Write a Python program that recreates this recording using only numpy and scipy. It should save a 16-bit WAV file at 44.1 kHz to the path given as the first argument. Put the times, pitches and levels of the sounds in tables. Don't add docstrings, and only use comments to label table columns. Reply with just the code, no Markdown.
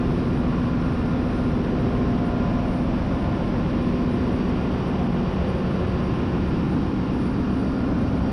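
import sys
import numpy as np
from scipy import signal
from scipy.fft import rfft, irfft
from scipy.io import wavfile
from scipy.ndimage import uniform_filter1d, minimum_filter1d, map_coordinates

SR = 44100
rng = np.random.default_rng(int(sys.argv[2]) if len(sys.argv) > 2 else 0)


def int16_out(signal):
    q = np.round(np.clip(np.atleast_2d(signal).T, -1, 1) * 32767)
    wavfile.write(sys.argv[1], SR, q.astype(np.int16))


N = 366912
TIME = np.arange(N) / SR
CYCLE_HZ = 7.479


def diesel(count=800, cycle_samples=8192, drone_diffuse=0.01):
    # order, level at first spot/dB, level at second spot/dB
    drone = [(6, -34.5, -43.5), (9, -39, -33), (14, -38.5, -43), (21, -38.5, -41.5), (23, -37, -39.5),
             (24, -41, -40.5), (25, -37, -34), (26, -40, -35.5), (27, -41, -34.5), (28, -36.5, -42),
             (31, -35.5, -45), (32, -32.5, -36), (33, -49, -41.5), (34, -30.5, -34.5), (36, -49.5, -34.5),
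             (39, -42, -39), (42, -40.5, -43.5), (48, -46, -43.5), (136, -51, -57.5)]
    # order, level/dB
    prominent = [(8, -45), (10, -40), (12, -39.5), (13, -46.5), (16, -48), (17, -42.5), (18, -42),
                 (19, -42.5), (20, -46.5), (22, -47), (29, -46.5), (30, -52), (37, -43.5), (44, -44),
                 (46, -56), (47, -46.5), (50, -48.5), (51, -46.5), (54, -45.5), (65, -57.5), (67, -55),
                 (68, -46.5), (72, -50), (102, -55.5), (124, -59), (132, -56.5)]
    # f/Hz, level of each/dB
    comb = [(8, -74), (40, -62.5), (80, -42.5), (150, -47), (220, -49), (300, -49), (400, -53),
            (520, -50.5), (620, -60), (760, -59), (1100, -60.5), (1400, -66), (1700, -70), (3000, -87),
            (6000, -99)]
    t = np.linspace(0, N / SR, num=200)
    hz = np.arange(count) * CYCLE_HZ
    level_db = spectrum(comb, hz)[:, None] + np.zeros(len(t))
    diffuse = spectrum([(45, 0.062), (200, 0.54), (600, 0.49), (2000, 0.81)], hz)
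    for order, db in prominent:
        level_db[round(order)] = db
    for order, first_db, second_db in drone:
        level_db[round(order)] = walk_db(first_db, second_db, t) + standing_db("diesel", order, t)
        diffuse[round(order)] = drone_diffuse
    orders = from_db(level_db) * fading(hz, t, diffuse, walk_m_s=0.3)
    cycles = irfft(evenly_fired(orders).T, cycle_samples) * cycle_samples / np.sqrt(2)
    crank = TIME * CYCLE_HZ % 1
    return map_coordinates(cycles, [TIME / t[1], crank * cycle_samples], order=1, mode="grid-wrap")


def evenly_fired(orders, cycle_samples=256, count=42):
    low = orders[:count]
    cycle = np.fft.ifft(low, cycle_samples, axis=0)
    flat = np.fft.fft(cycle / (abs(cycle) + 1e-12), axis=0)[:count]
    return np.vstack([abs(low) * np.exp(1j * np.angle(flat)), orders[count:]])


def clatter(depth_db=0.55, count=40):
    crank = np.linspace(0, 1, num=1024)
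    pattern = sum(np.cos(2 * np.pi * (k * crank + rng.random())) / k ** 0.23 for k in range(2, count))
    return from_db(depth_db * np.interp(TIME * CYCLE_HZ % 1, crank, unit(pattern)))


def roar():
    # f/Hz, density/(dB per Hz)
    density = [(10, -69), (25, -54), (50, -55), (65, -53.5), (85, -53), (105, -52), (130, -50),
               (175, -50.5), (195, -56.5), (220, -55), (240, -49), (260, -55), (400, -60.5), (520, -64),
               (650, -65.5), (850, -71), (1100, -70), (1700, -79), (2750, -79.5), (4300, -89), (5600, -90),
               (6300, -101), (7200, -116)]
    # f/Hz, width/Hz, boost/dB
    panels = [(1423, 64, 5), (1753, 90, 5.5), (2430, 63, 3)]
    return turbulence(density, panels)


def pump(base_hz=350.95):
    # multiple, level at first spot/dB, level at second spot/dB, diffuse share/0-1
    strong = [(2, -50.5, -53.5, 0.28), (3, -52.5, -53, .3), (4, -53.5, -60, 0.05)]
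    # multiple, level/dB
    weak = [(6, -68.5), (7, -68.5), (8, -64), (9, -72), (10, -68), (11, -68), (12, -87), (14, -79.5)]
    song = np.zeros(N)
    for k, first_db, second_db, diffuse in strong:
        level_db = walk_db(first_db, second_db, TIME) + standing_db("pump", k, TIME)
        song += from_db(level_db) * tone(round(k) * base_hz, diffuse, walk_m_s=0.6)
    for k, db in weak:
        song += from_db(db) * tone(round(k) * base_hz, diffuse=0.68, walk_m_s=0.65)
    return song


def steady_tones():
    # f/Hz, level/dB
    tones = [(82.5, -52), (108.5, -54.5), (169, -50.5), (238, -45), (2421, -65), (2491, -69)]
    return sum(from_db(db) * tone(hz, diffuse=0.76, walk_m_s=0.96) for hz, db in tones)


def rotors():
    # t/s, rising f/Hz, falling f/Hz
    pitches = [(0, 4613, 4753), (2, 4612, 4757), (2.7, 4620, 4752), (4, 4642, 4735), (5, 4652, 4721),
               (7.3, 4669, 4704), (8.32, 4680, 4682)]
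    times_s, rising_hz, falling_hz = np.transpose(pitches)
    rising = whine("rising", np.interp(TIME, times_s, rising_hz))
    falling = whine("falling", np.interp(TIME, times_s, falling_hz))
    return rising + falling


def whine(name, hz, jitter_hz=2.2, third_db=-98):
    levels = {"rising": (-69.5, -62.5, -74.5, -75.5), "falling": (-70.5, -70, -75.5, -73.5)}
    tone_db = walk_db(*levels[name][:2], TIME) + standing_db(name, 1, TIME)
    octave_db = walk_db(*levels[name][2:], TIME) + standing_db(name, 2, TIME)
    t = np.linspace(0, N / SR, num=1200)
    tremble = unit(drift(rate_hz=12, t=t)[0].real)
    hz = hz + jitter_hz * np.interp(TIME, t, tremble)
    return (from_db(tone_db) * tone(hz, diffuse=0.39, walk_m_s=1.0)
            + from_db(octave_db) * tone(2 * hz, diffuse=0.8, walk_m_s=0.45)
            + from_db(third_db) * tone(3 * hz, diffuse=0.85, walk_m_s=0.45))


def hiss():
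    # f/Hz, density/(dB per Hz)
    density = [(4000, -112), (7000, -108), (8000, -108), (9300, -105), (10000, -111), (10800, -120),
               (12200, -115), (14300, -119), (15300, -127)]
    return turbulence(density)


def turbulence(density, panels=()):
    hz = np.fft.rfftfreq(N, 1 / SR)
    ring_db = sum(db / (1 + (2 * (hz - mode_hz) / width_hz) ** 2) for mode_hz, width_hz, db in panels)
    rolloff = 1 / (1 + (hz / (1.15 * density[-1][0])) ** 20)
    gain = from_db(spectrum(density, hz) + ring_db) * rolloff
    return irfft(rfft(rng.standard_normal(N)) * gain, N) * np.sqrt(SR / 2)


def carried(x, boom_octaves=0.23, open_db=0.5, screen_db=-2.5, screen_start_s=6.38, screen_fade_s=0.82):
    # t/s, half length/s, f/Hz, gain/dB
    booms = [(0.148, .3, 376, 5.5), (.3, 1.2, 905, -1.5), (0.204, 1.1, 2880, -1.5), (.62, 0.16, 1120, 3.5),
             (1.15, 0.2, 495, 4.5), (1.3, .45, 165, 2), (1.753, 0.48, 396, 4), (2.702, 0.99, 173.5, -1),
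             (2.607, 0.94, 608, 5), (3.699, 1.3, 1390, -1.5), (4.097, 0.58, 398, 4.5), (4.85, 0.3, 755, 3),
             (5.298, 1.3, 2960, 2), (5.544, 0.28, 510, 4.5), (5.7, .4, 295, -4.5), (5.805, 0.92, 373, 5.5),
             (6.303, 0.75, 125, 5), (6.6, 0.53, 191, 2), (6.696, 0.44, 760, 3), (6.897, 0.8, 623, -4),
             (7.304, 1.1, 293, 4), (8.05, 0.32, 545, 2.5), (8.1, 0.74, 1460, 2)]
    hz, t, bins = signal.stft(x, SR, nperseg=2048)
    boom_db = -1.5 * band(hz, centre_hz=426, octaves=2 * boom_octaves)
    for at_s, half_s, centre_hz, db in booms:
        boom_db = boom_db + db * bell(t, at_s, half_s) * band(hz, centre_hz, boom_octaves)
    screened = np.clip((t - screen_start_s) / screen_fade_s, 0, 1)
    clatter_db = (open_db + screen_db * screened) * band(hz, centre_hz=2200, octaves=1)
    return signal.istft(bins * from_db(boom_db + clatter_db), SR, nperseg=2048)[1][:N]


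def top_treble_dip(x, at_s=7.95, half_s=0.75, depth_db=-4.5):
    hz, t, bins = signal.stft(x, SR, nperseg=512)
    dip_db = depth_db * bell(t, at_s, half_s) * band(hz, centre_hz=13000, octaves=0.45)
    return signal.istft(bins * from_db(dip_db), SR, nperseg=512)[1][:N]


def walk_db(first_db, second_db, t, start_s=2.33, end_s=8.4):
    return np.interp(t, [start_s, end_s], [first_db, second_db])


def standing_db(source, multiple, t):
    # t/s, source, multiple, half length/s, gain/dB
    waves = [(0, "diesel", 24, .8, 5.5), (3.5, "diesel", 6, 1.2, 1.5), (5, "diesel", 9, 1, 1),
             (.8, "diesel", 23, .9, 4.5), (1, "diesel", 25, .3, -12), (1, "diesel", 26, .6, -9.5),
             (0.997, "diesel", 28, .5, -8), (3.05, "diesel", 36, .6, 12), (2.299, "diesel", 31, .8, 1),
             (3.15, "diesel", 32, 0.16, -7), (3.45, "diesel", 34, 0.37, -6), (4.4, "diesel", 32, 0.56, 1.5),
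             (5.198, "diesel", 25, .68, 5), (5.298, "diesel", 39, .55, -12), (5.6, "diesel", 48, .8, 4),
             (5.899, "diesel", 34, 1, -10.5), (5.8, "diesel", 32, .45, -8.5), (6.9, "diesel", 32, .3, -8.5),
             (6.7, "diesel", 25, .38, -1), (7.603, "diesel", 26, .3, 4.5), (8.25, "diesel", 26, .27, -17),
             (0.676, "diesel", 136, .18, 6), (2.417, "diesel", 136, .3, 8.5), (3.25, "diesel", 136, .15, 6),
             (3.85, "diesel", 136, .15, 5.5), (7.698, "diesel", 136, .4, -9.5),
             (2.15, "pump", 2, 0.62, 11.5), (3.218, "pump", 2, .18, 12.5), (3.703, "pump", 2, .2, -3),
             (4.3, "pump", 2, .15, 5), (4.98, "pump", 2, .15, 5.5), (2, "pump", 3, .15, 10),
             (6.1, "pump", 3, .35, 5), (7.1, "pump", 3, .35, 5), (.75, "pump", 4, .15, 5),
             (1.12, "pump", 4, .09, 8.5), (1.432, "pump", 4, .08, 7.5), (1.85, "pump", 4, .1, -10),
             (2.352, "pump", 4, .28, 6.5), (2.97, "pump", 4, .13, -13), (4.72, "pump", 4, .17, 5),
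             (7.9, "pump", 4, .6, 9), (1.2, "rising", 1, .33, -6), (1.65, "rising", 1, .12, 7.5),
             (4.3, "rising", 1, .6, 4), (5.3, "rising", 1, .2, 3), (5.85, "rising", 1, .22, 5.5),
             (6.8, "rising", 1, 0.19, -5), (7.6, "rising", 1, .2, 1.5), (7.92, "rising", 1, .07, -13),
             (6.12, "falling", 1, .14, 7), (7.5, "falling", 1, .15, -3), (7.9, "falling", 1, .08, -7),
             (2.28, "rising", 2, .05, 8), (2.46, "rising", 2, .16, -14), (2.78, "rising", 2, .09, 6),
             (4.45, "rising", 2, .06, 4), (6.4, "rising", 2, .08, -9), (6.74, "rising", 2, .06, 10),
             (7.03, "rising", 2, .07, -8), (7.628, "rising", 2, .05, 8.5), (8.22, "rising", 2, .17, 6),
             (1.09, "falling", 2, .05, 9), (2.404, "falling", 2, .12, -10), (5.53, "falling", 2, .06, 5),
             (6.41, "falling", 2, .05, 8), (6.568, "falling", 2, .05, 9), (7, "falling", 2, .09, -10),
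             (7.25, "falling", 2, .16, 10.5), (7.44, "falling", 2, .06, -16)]
    return sum(db * bell(t, at_s, half_s) for at_s, name, k, half_s, db in waves
               if name == source and round(k) == round(multiple))


def tone(hz, diffuse, walk_m_s):
    t = np.linspace(0, N / SR, num=1200)
    gain = np.interp(TIME, t, fading(np.mean(hz), t, diffuse, walk_m_s)[0])
    phase = 2 * np.pi * np.cumsum(hz * np.ones(N)) / SR
    return unit((gain * np.exp(1j * phase)).real)


def fading(hz, t, diffuse, walk_m_s, still_hz=0.28, sound_m_s=343):
    share = np.clip(np.reshape(diffuse, (-1, 1)), 0, 1)
    echoes = drift(still_hz + walk_m_s * np.asarray(hz) / sound_m_s, t)
    direct = np.exp(2j * np.pi * rng.random((len(echoes), 1)))
    return unit(np.sqrt(1 - share) * direct + np.sqrt(share) * echoes)


def drift(rate_hz, t):
    rate_hz = np.reshape(rate_hz, (-1, 1))
    real, imag = rng.standard_normal((2, len(rate_hz), 2 * len(t)))
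    hz = np.fft.fftfreq(2 * len(t), t[1] - t[0])
    return unit(np.fft.ifft((real + 1j * imag) * bell(hz, 0, rate_hz))[:, :len(t)])


def spectrum(points, hz):
    points_hz, values = np.transpose(points)
    return np.interp(np.log(hz + 1), np.log(points_hz + 1), values)


def band(hz, centre_hz, octaves):
    return bell(np.log2(hz[:, None] + 1), np.log2(centre_hz), octaves)


def bell(x, centre, half_width):
    return np.exp(-((x - centre) / half_width) ** 2)


def from_db(db):
    return 10 ** (np.asarray(db) / 20)


def unit(x):
    return x / np.sqrt(np.mean(abs(x) ** 2, -1, keepdims=True) + 1e-20)


def scene():
    engine = carried(diesel() + roar() * clatter())
    return (engine + rotors() + top_treble_dip(hiss()) + pump() + steady_tones())[None]


def record(dry, ceiling_db=-12.2, hold_s=0.042, cutoff_hz=15400):
    hold_samples = round(hold_s * SR)
    gain = np.minimum(1, from_db(ceiling_db) / (abs(dry) + 1e-9))
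    gain = uniform_filter1d(minimum_filter1d(gain, hold_samples), hold_samples)
    lowpass = signal.firwin(511, cutoff_hz, window=("kaiser", 9), fs=SR)
    return signal.oaconvolve(dry * gain, lowpass[None], "same")


dry = scene()
out = record(dry)
int16_out(out)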